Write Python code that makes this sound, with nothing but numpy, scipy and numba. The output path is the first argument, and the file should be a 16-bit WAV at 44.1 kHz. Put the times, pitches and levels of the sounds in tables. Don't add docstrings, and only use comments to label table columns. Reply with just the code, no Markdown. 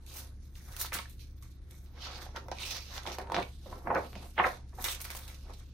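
import sys
import numpy as np
from scipy import signal
from scipy.io import wavfile
from scipy.ndimage import uniform_filter1d
from numba import njit

SR = 44100
rng = np.random.default_rng(int(sys.argv[2]) if len(sys.argv) > 2 else 0)


def master(y):
    cut = np.clip(np.atleast_2d(y).T, -1, 1)
    pcm = np.round(cut * 32767)
    wavfile.write(sys.argv[1], SR, pcm.astype(np.int16))


def invert_db(x):
    u = np.asarray(x, float) / 20
    return 10 ** u


N = 252770
TIME = np.arange(N) / SR
SIDES = np.array([[1], [-1]])

# start_s [s], peak_db [dB], ring_hz [Hz], crack_db [dB]
SNAPS_PICK = [(0.764, -38, 1450, -48), (0.799, -38, 970, -48), (0.8075, -21, 1335, -46),
              (0.847, -34, 1350, -46), (0.9305, -34, 1900, -35), (0.921, -31, 1380, -30),
              (0.988, -21, 1130, -35), (1.055, -36, 1740, -71), (1.424, -47, 1150, -66),
              (2.263, -33, 760, -49), (2.362, -34, 970, -64), (2.484, -28, 790, -45),
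              (2.5155, -18, 744, -44), (2.9785, -36, 790, -36), (3.054, -21, 910, -46),
              (3.1841, -20, 640, -34), (3.271, -35, 940, -42), (3.297, -26, 943, -60),
              (3.318, -13, 960, -27), (3.3438, -15, 1350, -16), (3.3646, -21, 900, -15)]
SNAPS_TURN = [(3.658, -36.5, 572, -60), (3.726, -27.5, 1016, -82), (3.871, -15, 787, -62),
              (3.903, -23, 896, -57), (3.955, -30, 550, -78), (4.13, -42, 744, -34.5),
              (4.3805, -23.5, 527, -38.5), (4.396, -8, 1010, -60), (4.446, -38, 764, -60),
              (4.784, -32, 830, -53), (4.8425, -38, 850, -27), (4.881, -26, 1250, -30),
              (5.003, -48, 1800, -48), (5.051, -35, 1480, -50), (5.1492, -33, 1050, -32)]
# start_s [s], peak_db [dB], ring_hz [Hz]
BUCKLES_PICK = [(0.7995, -43, 980), (0.8116, -41, 1330), (0.8132, -31.5, 1740), (0.816, -38, 1350),
                (0.8469, -34, 935), (0.8493, -32, 1300), (0.9227, -28, 1870), (0.926, -28, 1270),
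                (0.9266, -33, 1710), (0.9344, -30, 1490), (0.9465, -31, 1520), (0.9516, -30, 1480),
                (0.9566, -30, 1470), (0.9626, -30, 2390), (0.9691, -30, 1240), (0.9888, -37, 1070),
                (0.991, -35, 1860), (0.9923, -28.5, 1250), (0.9975, -33, 1060), (2.362, -31.5, 890),
                (2.364, -38, 1530), (2.3655, -36.0, 1040), (2.37, -33, 1500), (2.3732, -39, 950),
                (2.3754, -38, 560), (2.4844, -32.5, 840), (2.5164, -24, 680), (2.5255, -29, 760),
                (2.5277, -34, 740), (3.0557, -31.5, 850), (3.065, -32.5, 960), (3.0725, -30.5, 890),
                (3.1843, -27, 905), (3.1848, -24.5, 634), (3.1871, -31, 573), (3.1917, -30.5, 686),
                (3.2157, -39, 420), (3.2999, -25, 965), (3.3203, -19, 890), (3.3446, -25, 1440),
                (3.3455, -28, 730), (3.3469, -34, 885), (3.3545, -24.5, 750), (3.3657, -32, 686),
                (3.3654, -42, 1600), (3.373, -23, 674), (3.3765, -37, 940), (3.3817, -38, 670),
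                (3.3848, -25, 935), (3.3877, -22.5, 770), (3.3976, -30, 1060), (3.401, -29.5, 600),
                (3.4044, -30, 970), (3.4114, -37, 470)]
BUCKLES_TURN = [(3.8725, -25.5, 820), (3.8799, -25.8, 735), (3.9039, -17.5, 920), (3.9069, -23.5, 710),
                (3.9089, -34, 900), (3.9134, -17, 860), (3.9169, -38, 583), (3.9169, -25, 930),
                (3.9218, -25, 820), (3.9244, -28, 450), (3.9303, -21.7, 720), (3.9376, -21.5, 730),
                (3.9514, -24, 855), (3.9558, -27, 427), (3.9567, -17, 1530), (3.9573, -27, 930),
                (3.9583, -23.8, 536), (3.9646, -21, 1110), (3.9679, -16.5, 1270), (3.9716, -22, 1570),
                (3.973, -20.5, 634), (3.977, -26, 516), (3.9835, -23, 790), (3.986, -24, 1130),
                (3.99, -23, 577), (3.9975, -33.5, 430), (4.3805, -25, 480), (4.3855, -22, 1380),
                (4.3875, -24.5, 910), (4.3909, -23, 950), (4.3959, -26, 1140), (4.3966, -19, 1665),
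                (4.3969, -19, 834), (4.3971, -18, 2360), (4.3984, -14, 1075), (4.3994, -12.5, 1860),
                (4.3999, -27.5, 1440), (4.4049, -20.5, 850), (4.4074, -22, 766), (4.4078, -17.5, 1180),
                (4.4135, -27, 1180), (4.4178, -28.5, 970), (4.4199, -23.5, 785), (4.4239, -28, 1120),
                (4.4282, -19.5, 794), (4.4409, -27, 1530), (4.4437, -18, 1890), (4.4457, -13.5, 1660),
                (4.4485, -13.5, 1350), (4.4488, -32, 725), (4.4527, -24, 1010), (4.4576, -18, 920),
                (4.46, -17.5, 780), (4.4625, -33, 1120), (4.4637, -22, 514), (4.4673, -27, 635),
                (4.4683, -18.5, 1030), (4.4773, -26, 650)]
# start_s [s], peak_db [dB], gloss_db [dB], tail_t60_s [s]
CATCHES_PICK = [(0.064, -44, -43, 0.06), (0.1175, -41, -56, 0.062), (0.14, -39, -35, 0.05),
                (0.1725, -57, -49, 0.063), (0.554, -44.5, -68, 0.037), (0.7233, -39, -41, 0.039),
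                (0.7645, -35.5, -32.5, 0.1), (0.812, -26.5, -19, 0.031), (0.93, -28.5, -35, 1),
                (0.987, -27, -52, 0.03), (1.0954, -64, -45, 0.04), (1.133, -48, -60, 0.018),
                (1.194, -46, -58, 0.074), (1.424, -44.5, -41, 0.082), (1.7085, -45, -50, 0.09),
                (1.86, -47.5, -73, 0.095), (2.157, -37, -73, 0.048), (2.361, -32, -49, 0.072),
                (2.4832, -41.5, -45, 0.022), (2.515, -29.5, -46, 0.044), (2.585, -32, -69, 0.2)]
CATCHES_TURN = [(2.6232, -38, -54, 0.12), (2.706, -42, -56, 0.23), (2.978, -25.5, -62, 0.032),
                (3.033, -40.5, -47, 0.03), (3.0643, -29.5, -58, 0.052), (3.073, -29, -47, 0.046),
                (3.0997, -30, -46, 0.03), (3.118, -30.5, -46, 0.12), (3.1848, -28.5, -37, 0.05),
                (3.2135, -37, -46, 0.082), (3.2992, -40, -48, 0.03), (3.3198, -31, -37, 0.025),
                (3.346, -28, -66, 0.093), (3.427, -42, -49, 0.035), (3.948, -36.5, -48, 0.067),
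                (4.1535, -49, -56.5, 0.06), (4.462, -30, -55, 0.081), (4.825, -38, -42, 0.042),
                (4.842, -25, -27, 0.25), (4.8834, -24, -44, 0.26), (4.947, -35, -35, 0.044),
                (5.003, -27, -32.5, 0.046), (5.015, -42, -31, 0.045), (5.103, -33, -36.5, 0.26),
                (5.043, -31.5, -35, 0.13), (5.116, -39, -36, 0.05), (5.167, -38, -38, 0.05),
                (5.15, -33, -32, 0.24), (5.278, -39, -39.5, 0.29), (5.344, -38, -43, 0.082),
                (5.536, -43.5, -50, 0.068)]
PAN_DB = -4


def unit(x):
    return x / np.sqrt(np.mean(x ** 2))


def on_log(hz, points):
    curve_hz, curve_db = np.transpose(points)
    return np.interp(np.log(hz), np.log(curve_hz), curve_db)


def cut(x, order, hz, kind):
    return signal.sosfilt(signal.butter(order, hz, kind, fs=SR, output="sos"), x)


def band(x, hz, width_hz, order=1):
    edges = np.clip([hz - width_hz / 2, hz + width_hz / 2], 5, .48 * SR)
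    return signal.sosfilt(signal.butter(order, edges, "band", fs=SR, output="sos"), x)


def walk(rate):
    k = int(SR / rate)
    held = rng.standard_normal(3000)[np.arange(N) // k % 3000]
    return 1.2 * uniform_filter1d(uniform_filter1d(held, k), k)


def swells(at_s, db, rise_s, fall_s, rest_db):
    t = TIME[::32]
    since = t - at_s[:, None]
    span = np.clip(np.where(since < 0, rise_s[:, None], fall_s[:, None]), .004, 3)
    power = invert_db(2 * (db[:, None] - 30 * np.abs(since) / span)).sum(axis=0) + invert_db(2 * rest_db)
    return np.interp(TIME, t, 10 * np.log10(power))


def tails(at_s, db, t60_s):
    since = TIME - np.reshape(at_s, (-1, 1))
    fall = np.exp(-np.log(1000) * np.abs(since) / np.clip(t60_s, .01, .4)[:, None])
    return np.sqrt(np.sum((since >= 0) * (invert_db(db)[:, None] * fall) ** 2, axis=0))


@njit
def pops(count, at, hz, cycles, size):
    out = np.zeros(count)
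    for k in range(len(at)):
        turn = np.exp((2j * np.pi - 6.9 / cycles[k]) * hz[k] / 44100.)
        z, start = size[k] + 0j, int(at[k])
        for j in range(start, min(count, start + int(cycles[k] * 44100. / hz[k]))):
            z *= turn
            out[j] += z.imag
    return out


def air_handler():
    # pitch_hz [Hz], density_db [dB per Hz]
    air = [(13, -35), (33, 8.5), (74, -6.5), (92, 0.5), (128, -12), (147, -11), (302, -18), (510, -39),
           (653, -77), (1130, -40.5), (2390, -46.5), (5930, -66), (7190, -65.5), (13600, -51), (16000, -30)]
    # pitch_hz [Hz], level_db [dB rms], wobble_db [dB]
    drone = [(34.8, -58.5, 0.5), (68.6, -49.5, 0.36), (119.2, -61.5, 2.3)]
    rumble, swell = 0, walk(2.156)
    for hz in 24 * 2 ** np.arange(0, 9.5, 1 / 3):
        mid, side = band(rng.standard_normal((2, N)), hz, hz / 4, order=2)
        db = on_log(hz, air) + .8 * swell + 1.2 * walk(8)
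        rumble = rumble + invert_db(db) * (mid + np.clip(hz / 2500, .14, 1) * side * SIDES)
    tones = 0
    for hz, db, wobble_db in drone:
        level = invert_db(db + wobble_db * walk(16)) * np.sqrt(2)
        phase = 2 * np.pi * hz * TIME + 0.47 * walk(3.0) + .09 * SIDES
        tones = tones + level * np.sin(phase)
    return unit(rumble) * invert_db(-51.5) + tones


def room(x):
    t60_s, level_db, dull_hz = 0.2, -8, 7000
    t = TIME[:SR // 2]
    tail = rng.standard_normal((2, len(t))) * np.exp(-np.log(1000) * t / t60_s) * (t > .004)
    tail = cut(tail, order=1, hz=dull_hz, kind="low")
    differ = cut(tail[0] - tail[1], order=2, hz=600, kind="high") / 2
    tail = tail.mean(axis=0) + differ * SIDES
    tail = invert_db(level_db) * tail / np.sqrt(np.sum(tail ** 2) / 2)
    return signal.fftconvolve(x, tail, axes=1)[:, :N]


def edge():
    # start_s [s], level_db [dB], rise_s [s], fall_s [s]
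    whistles = [
        (0.815, -47, .02, .08),
        (2.59, -58, 0.03, .1),
        (2.625, -41.5, 0.054, 0.097),
        (3.39, -46, 0.086, 0.073),
        (3.428, -43, 0.014, 0.015),
        (4.458, -49, .04, .06),
    ]
    # start_s [s], peak_db [dB], ring_hz [Hz]
    gloss_specks = [
        (1.4248, -42, 13000),
        (1.7118, -35, 10600),
        (4.8243, -20, 12900),
        (4.8424, -14, 11000),
        (4.907, -32, 14000),
        (5.0155, -23, 11500),
        (5.1485, -28, 13200),
    ]
    # start_s [s], peak_db [dB], ring_hz [Hz]
    nicks = [
        (.8108, -28, 5500),
        (2.9795, -31, 3600),
        (2.3478, -38, 650),
        (2.1, -38, 900),
        (4.1545, -32, 2300),
        (3.4, -35, 5500),
    ]
    mid, side = band(rng.standard_normal((2, N)), 3870, 680, order=2)
    hiss = unit(mid + 0.5 * side * SIDES) * invert_db(swells(*np.transpose(whistles), -120))
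    at_s, peak_db, gloss_db, _ = np.transpose(CATCHES_PICK + CATCHES_TURN)
    click_db = (peak_db + gloss_db) / 2 - 9
    clicks = pops(N, at_s * SR, np.full_like(at_s, 6500), np.full_like(at_s, 2.3), invert_db(click_db))
    speck_s, speck_db, speck_hz = np.transpose(gloss_specks + nicks)
    specks = pops(N, speck_s * SR, speck_hz, np.full_like(speck_s, 6), invert_db(speck_db + 1.5))
    return (hiss + specks + cut(clicks, order=2, hz=2500, kind="high")) * invert_db(PAN_DB * .5 * SIDES)


def fingers():
    # start_s [s], scrape_db [dB], rise_s [s], fall_s [s], gloss_over_scrape_db [dB]
    rubs_pick = [(0.08, -52.5, 0.05, 0.28, -4.5), (0.189, -43.5, 0.16, 0.14, -2),
                 (0.42, -72.5, 0.17, 0.27, -2), (0.565, -56.5, 0.042, 0.14, -2.5),
                 (0.72, -56, 0.35, 0.27, -0.5), (0.809, -40.5, 0.06, 0.13, 2.5),
                 (0.865, -40.5, 0.18, 0.04, -9), (0.94, -41.5, 0.027, 0.078, 5.5),
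                 (1.0, -66, .2, 0.084, -6), (1.1, -65, 0.017, 0.16, 6), (1.208, -52, 0.047, 0.15, -7),
                 (1.43, -60, 0.035, 0.28, -3.5), (1.71, -61, 0.03, 0.31, 2), (2.051, -39, 0.12, 0.13, -19),
                 (2.15, -48, 0.2, 0.28, -19.5), (2.238, -47.5, 0.24, 0.081, -6),
                 (2.38, -59.5, 0.14, 0.22, -9), (2.616, -41, 0.085, 0.31, -6.5),
                 (2.72, -37, 0.14, 0.2, -12), (2.785, -45, 0.25, 0.031, -19),
                 (2.969, -42, 0.24, 0.078, -10), (3.08, -45, 0.09, 0.12, -8.5),
                 (3.15, -47.5, 0.2, 0.029, -6.5), (3.375, -49, 0.099, 0.22, -7.5)]
    rubs_turn = [(3.72, -59, 1, 0.53, -6.5), (3.82, -74.5, 0.18, 0.1, 8), (3.99, -55.5, 0.19, 0.85, -8),
                 (4.16, -50, 0.046, 0.26, -22), (4.3, -70.5, 0.95, 0.14, 10.5),
                 (4.474, -45.5, 0.13, 0.21, -5), (4.854, -40.5, 0.11, 0.088, 0.5),
                 (4.914, -50.5, 0.16, 0.09, 10.5), (5.01, -50, 0.06, 0.2, 4.5),
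                 (5.07, -48, 0.16, 0.12, -20), (5.23, -56.5, 0.55, 0.59, -3),
                 (5.45, -58.5, 0.15, 0.71, -13), (5.599, -59, 0.1, 0.075, 0)]
    # start_s [s], rasp_db [dB], rise_s [s], fall_s [s]
    drags = [
        (.936, -38.5, .02, 0.1),
        (2.63, -36, 0.1, 0.14),
        (2.69, -39, .03, 0.18),
        (4.92, -45, .06, 0.073),
        (3.38, -39, 0.081, 0.12),
        (3.427, -32.5, 0.0089, 0.017),
        (4.055, -53.5, 0.054, 0.05),
        (4.393, -25, 0.031, 0.031),
    ]
    # pitch_hz [Hz], density_db [dB per Hz]
    rasp_colour = [(2100, -6), (2600, 1), (3200, -4)]
    scrape_colour = [(3400, -3.5), (4000, 4), (4800, -4.5), (6000, 1), (6700, -16.5), (7300, -46.5)]
    gloss_colour = [(6300, -1), (7300, -14.5), (9000, 1), (11000, -7.5), (13500, -0.5), (15500, -4)]
    rest_db, gloss_quicker = -74, 1.05
    rub_s, rub_db, rise_s, fall_s, shine_db = np.transpose(rubs_pick + rubs_turn)
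    scrape_db = swells(rub_s, rub_db, rise_s, fall_s, rest_db)
    gloss_db = swells(rub_s, rub_db + shine_db, rise_s / gloss_quicker, fall_s / gloss_quicker, rest_db - 4)
    rasp_db = swells(rub_s, rub_db - 9.5 - 0.46 * shine_db, rise_s, fall_s, rest_db - 6)
    drag_db = swells(*np.transpose(drags), -120)
    rasp_db = 20 * np.log10(np.hypot(invert_db(rasp_db), invert_db(drag_db)))
    pan_db = PAN_DB + 0.0041 * np.maximum(-48 - scrape_db, 0)
    at_s, peak_db, catch_db, t60_s = np.transpose(CATCHES_PICK + CATCHES_TURN)
    slips = np.minimum(rng.exponential(size=N // 8 + 1), 4).repeat(8)[:N]
    grit = unit(invert_db(3.1 * slips + 2.42 * walk(130) + .5 * walk(28.54)))
    # colour, stroke level, catch level, extra lean to the left (dB)
    layers = [(rasp_colour, rasp_db - 8.5, peak_db - 20, -3.5),
              (scrape_colour, scrape_db - 5.5, peak_db - 16.5, -.8),
              (gloss_colour, gloss_db, catch_db - 11, 3.3)]
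    out = 0
    for points, db, jump_db, lean_db in layers:
        noise = 0
        for hz in np.geomspace(points[0][0], points[-1][0], len(points) + 1):
            mid, side = band(grit * rng.standard_normal((2, N)), hz, hz / 5, order=2)
            drifting = invert_db(on_log(hz, points) + 2.3 * walk(14))
            noise = noise + drifting * (mid + np.minimum(hz / 5000, .85) * side * SIDES)
        tick = tails(at_s + 0.00039, jump_db - 0.5, t60_s / 10)
        level = np.hypot(invert_db(db), tails(at_s, jump_db, t60_s)) + tick
        out = out + invert_db((pan_db + lean_db) * .5 * SIDES) * unit(noise) * level
    return out


def small_patches():
    # start_s [s], pops_db [dB], rise_s [s], fall_s [s], stiffness_db [dB]
    bends_pick = [(0.19, -52.5, 0.3, 0.19, -3.5), (0.56, -80, 0.018, 0.68, 19.5),
                  (0.684, -55.5, 0.022, 0.13, -2), (0.85, -54, 0.36, 0.092, 11),
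                  (0.922, -49, 0.01, 0.15, 16), (0.948, -41.5, 0.013, 0.042, -36),
                  (0.99, -50.5, 0.13, 0.059, 14.5), (1.43, -70.5, 0.015, 0.18, 12),
                  (1.72, -69, 0.13, 0.32, 5), (1.977, -52.5, 0.085, 0.073, -7), (2.07, -45, 0.18, 0.41, -5),
                  (2.22, -48, 0.42, 0.19, -10), (2.367, -34.5, 0.037, 0.029, -4.5),
                  (2.421, -48.5, 0.066, 0.14, -31), (2.53, -60, .03, .15, -4),
                  (2.62, -49.5, 0.12, 0.18, -1.5), (2.76, -46, 0.39, 0.13, -4),
                  (2.98, -44.5, 0.2, 0.082, 0.5), (3.079, -35.5, 0.098, 0.15, -13),
                  (3.15, -55.5, 0.09, 0.036, 4.5), (3.199, -36.5, 0.018, 0.13, -13.5),
                  (3.388, -26.5, 0.16, 0.073, -15)]
    bends_turn = [(3.667, -46.5, .025, .12, -20), (3.73, -44.5, 0.13, 0.29, -19.5),
                  (3.878, -27.5, 0.046, 0.072, -19.5), (3.908, -23, 0.025, 0.024, -5.5),
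                  (3.957, -24, 0.071, 0.095, -11), (4.059, -39, 0.14, 0.032, -20),
                  (4.161, -42.5, 0.073, 0.04, -25.5), (4.241, -48, 0.22, 0.09, -20.5),
                  (4.384, -27, 0.018, 0.057, 7.5), (4.399, -24, 0.018, 0.031, 5.5),
                  (4.426, -40, 0.041, 0.013, -4), (4.441, -26, 0.012, 0.062, 8),
                  (4.462, -34, 0.06, 0.16, -6), (4.732, -53, 0.016, 0.14, -13),
                  (4.792, -39, 0.031, 0.053, -12), (4.86, -45, 0.1, 0.22, 9),
                  (5.004, -55, 0.024, 0.075, 11), (5.05, -51.5, 0.028, 0.17, 3.5),
                  (5.103, -48.5, 0.021, 0.086, 10.5), (5.154, -52, 0.017, 0.21, 6.5),
                  (5.3, -59, 0.3, 0.26, 2.5), (5.506, -44.5, 0.087, 0.045, -10),
                  (5.6, -66.5, 0.071, 0.16, 4)]
    pop_hz = (250, 790, 2300)
    rest_db, rest_flop_db = -78, -58
    stiff_quicker = 1.43
    spent_s = 0.0093
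    bend_s, bend_db, rise_s, fall_s, stiff_db = np.transpose(bends_pick + bends_turn)
    low_db = swells(bend_s, bend_db, rise_s, fall_s, rest_db)
    flop_db = swells(bend_s, bend_db - 11 - 0.57 * stiff_db, rise_s, fall_s, rest_flop_db)
    high_db = swells(bend_s, bend_db + stiff_db, rise_s / stiff_quicker, fall_s / stiff_quicker, rest_db)
    snap_s, peak_db, ring_hz, _ = np.transpose(SNAPS_PICK + SNAPS_TURN)
    shower = tails(snap_s, peak_db - 8.5, 17.6 / ring_hz)

    when, pitch, strength, length, spot = rng.random((20000, 5)).T
    at = (when * (N - 1)).astype(int)
    hz = 100 * (2400 / 100) ** pitch
    place = np.interp(np.log(hz), np.log(pop_hz), [-1, 0, 1])
    slope_db = np.where(place > 0, high_db[at] - low_db[at], low_db[at] - flop_db[at])
    size = np.hypot(invert_db(low_db[at] + slope_db * place), shower[at] * invert_db(-14 * np.abs(place)))
    size *= invert_db(2.96 * np.minimum(-np.log(strength), 3) - 5.5) * (hz / 900) ** 1.094
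    buckle_s, _, _ = np.transpose(BUCKLES_PICK + BUCKLES_TURN)
    spent = tails(buckle_s - spent_s / 2, 0 * buckle_s, np.full_like(buckle_s, 4 * spent_s))
    small = hz > 400
    size *= invert_db(-3 * np.minimum(2 * spent[at], 1) * small)
    cycles = 7 + 14 * length
    lag = np.round(8.8 * (spot - .5))
    flops = pops(N, 1. * at, hz, cycles, size * ~small)
    crowd = np.array([pops(N, np.maximum(at + side * lag, 0.), hz, cycles, size * small)
                      for side in (1, -1)])
    return crowd, flops


def snapping():
    at_s, peak_db, ring_hz, crack_db = np.transpose(SNAPS_PICK + SNAPS_TURN)
    buckle_s, buckle_db, buckle_hz = np.transpose(BUCKLES_PICK + BUCKLES_TURN)
    give = (at_s + .0012) * SR
    gap_s = np.abs(give[:, None] / SR - buckle_s)
    alone = gap_s.min(axis=1) > .003
    snap = pops(N, give, ring_hz, np.full_like(at_s, 26), invert_db(peak_db - 5.5) * alone)
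    fresh = (np.diff(buckle_s, prepend=0) > .009) & (gap_s.min(axis=0) < .003)
    cycles = np.where(fresh, 8.8, 17.1)
    size = invert_db(buckle_db - 1.9 + 2.9 * fresh)
    apart = np.round(1.4 * (rng.random(len(buckle_s)) - .5))
    buckles = np.array([pops(N, (buckle_s - .0004) * SR + side * apart, buckle_hz, cycles, size)
                        for side in (1, -1)])
    knock = pops(N, give + 130, ring_hz, np.full_like(at_s, 36), invert_db(peak_db - 26))
    crack = pops(N, give, np.full_like(at_s, 1900), np.full_like(at_s, 1.09), invert_db(crack_db + 12))
    return snap + buckles + knock, crack


def sheet():
    crowd, flops = small_patches()
    panels, crack = snapping()
    patches = cut(crowd + panels, order=4, hz=337, kind="high") * invert_db(-.9 * SIDES)
    patches = cut(patches + flops, order=6, hz=2640, kind="low")
    crack = cut(cut(crack, order=1, hz=500, kind="high"), order=3, hz=5200, kind="low")
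    return cut(patches + crack, order=2, hz=91, kind="high")


def scene():
    book = sheet() + fingers()
    return book + room(book) + air_handler() + edge()


def roll_off(x):
    return signal.sosfilt(signal.butter(12, 17010, fs=SR, output="sos"), x)


def record(dry):
    # pitch_hz [Hz], threshold_db [dB per bin]
    gate = [(7000, -108), (11000, -104), (13000, -92), (14500, -83), (16000, -82.5)]
    rounded = np.tanh(1.2 * dry) / 1.2
    topped = signal.sosfilt(signal.ellip(10, .2, 80, 15750, fs=SR, output="sos"), rounded)
    hz, _, z = signal.stft(topped, SR, nperseg=2048)
    hz, frames = hz[1:, None], z.shape[2]
    power = np.mean(np.abs(z) ** 2, axis=0)
    bands = power[:-1].reshape(32, 32, -1).mean(axis=1).repeat(32, axis=0)
    masking = (power[20:120].mean(axis=0) / invert_db(-150)) ** 0.074
    limit = invert_db(2 * on_log(hz, gate)) * np.maximum(masking, 1) * (hz > 6900)
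    ragged = invert_db(9 * rng.standard_normal((64, frames))).repeat(16, axis=0)
    drift = walk(7)[::1024][np.arange(frames) % (N // 1024)]
    ragged = ragged * invert_db(4.1 * drift * np.clip(hz / 6000 - 1.5, 0, 1))
    z[:, :-1] *= (bands > limit * ragged) | (power[:-1] > 2.5 * limit)
    mix = signal.istft(z, SR, nperseg=2048)[1][:, :N]
    return roll_off(mix)


dry = scene()
out = record(dry)
master(out)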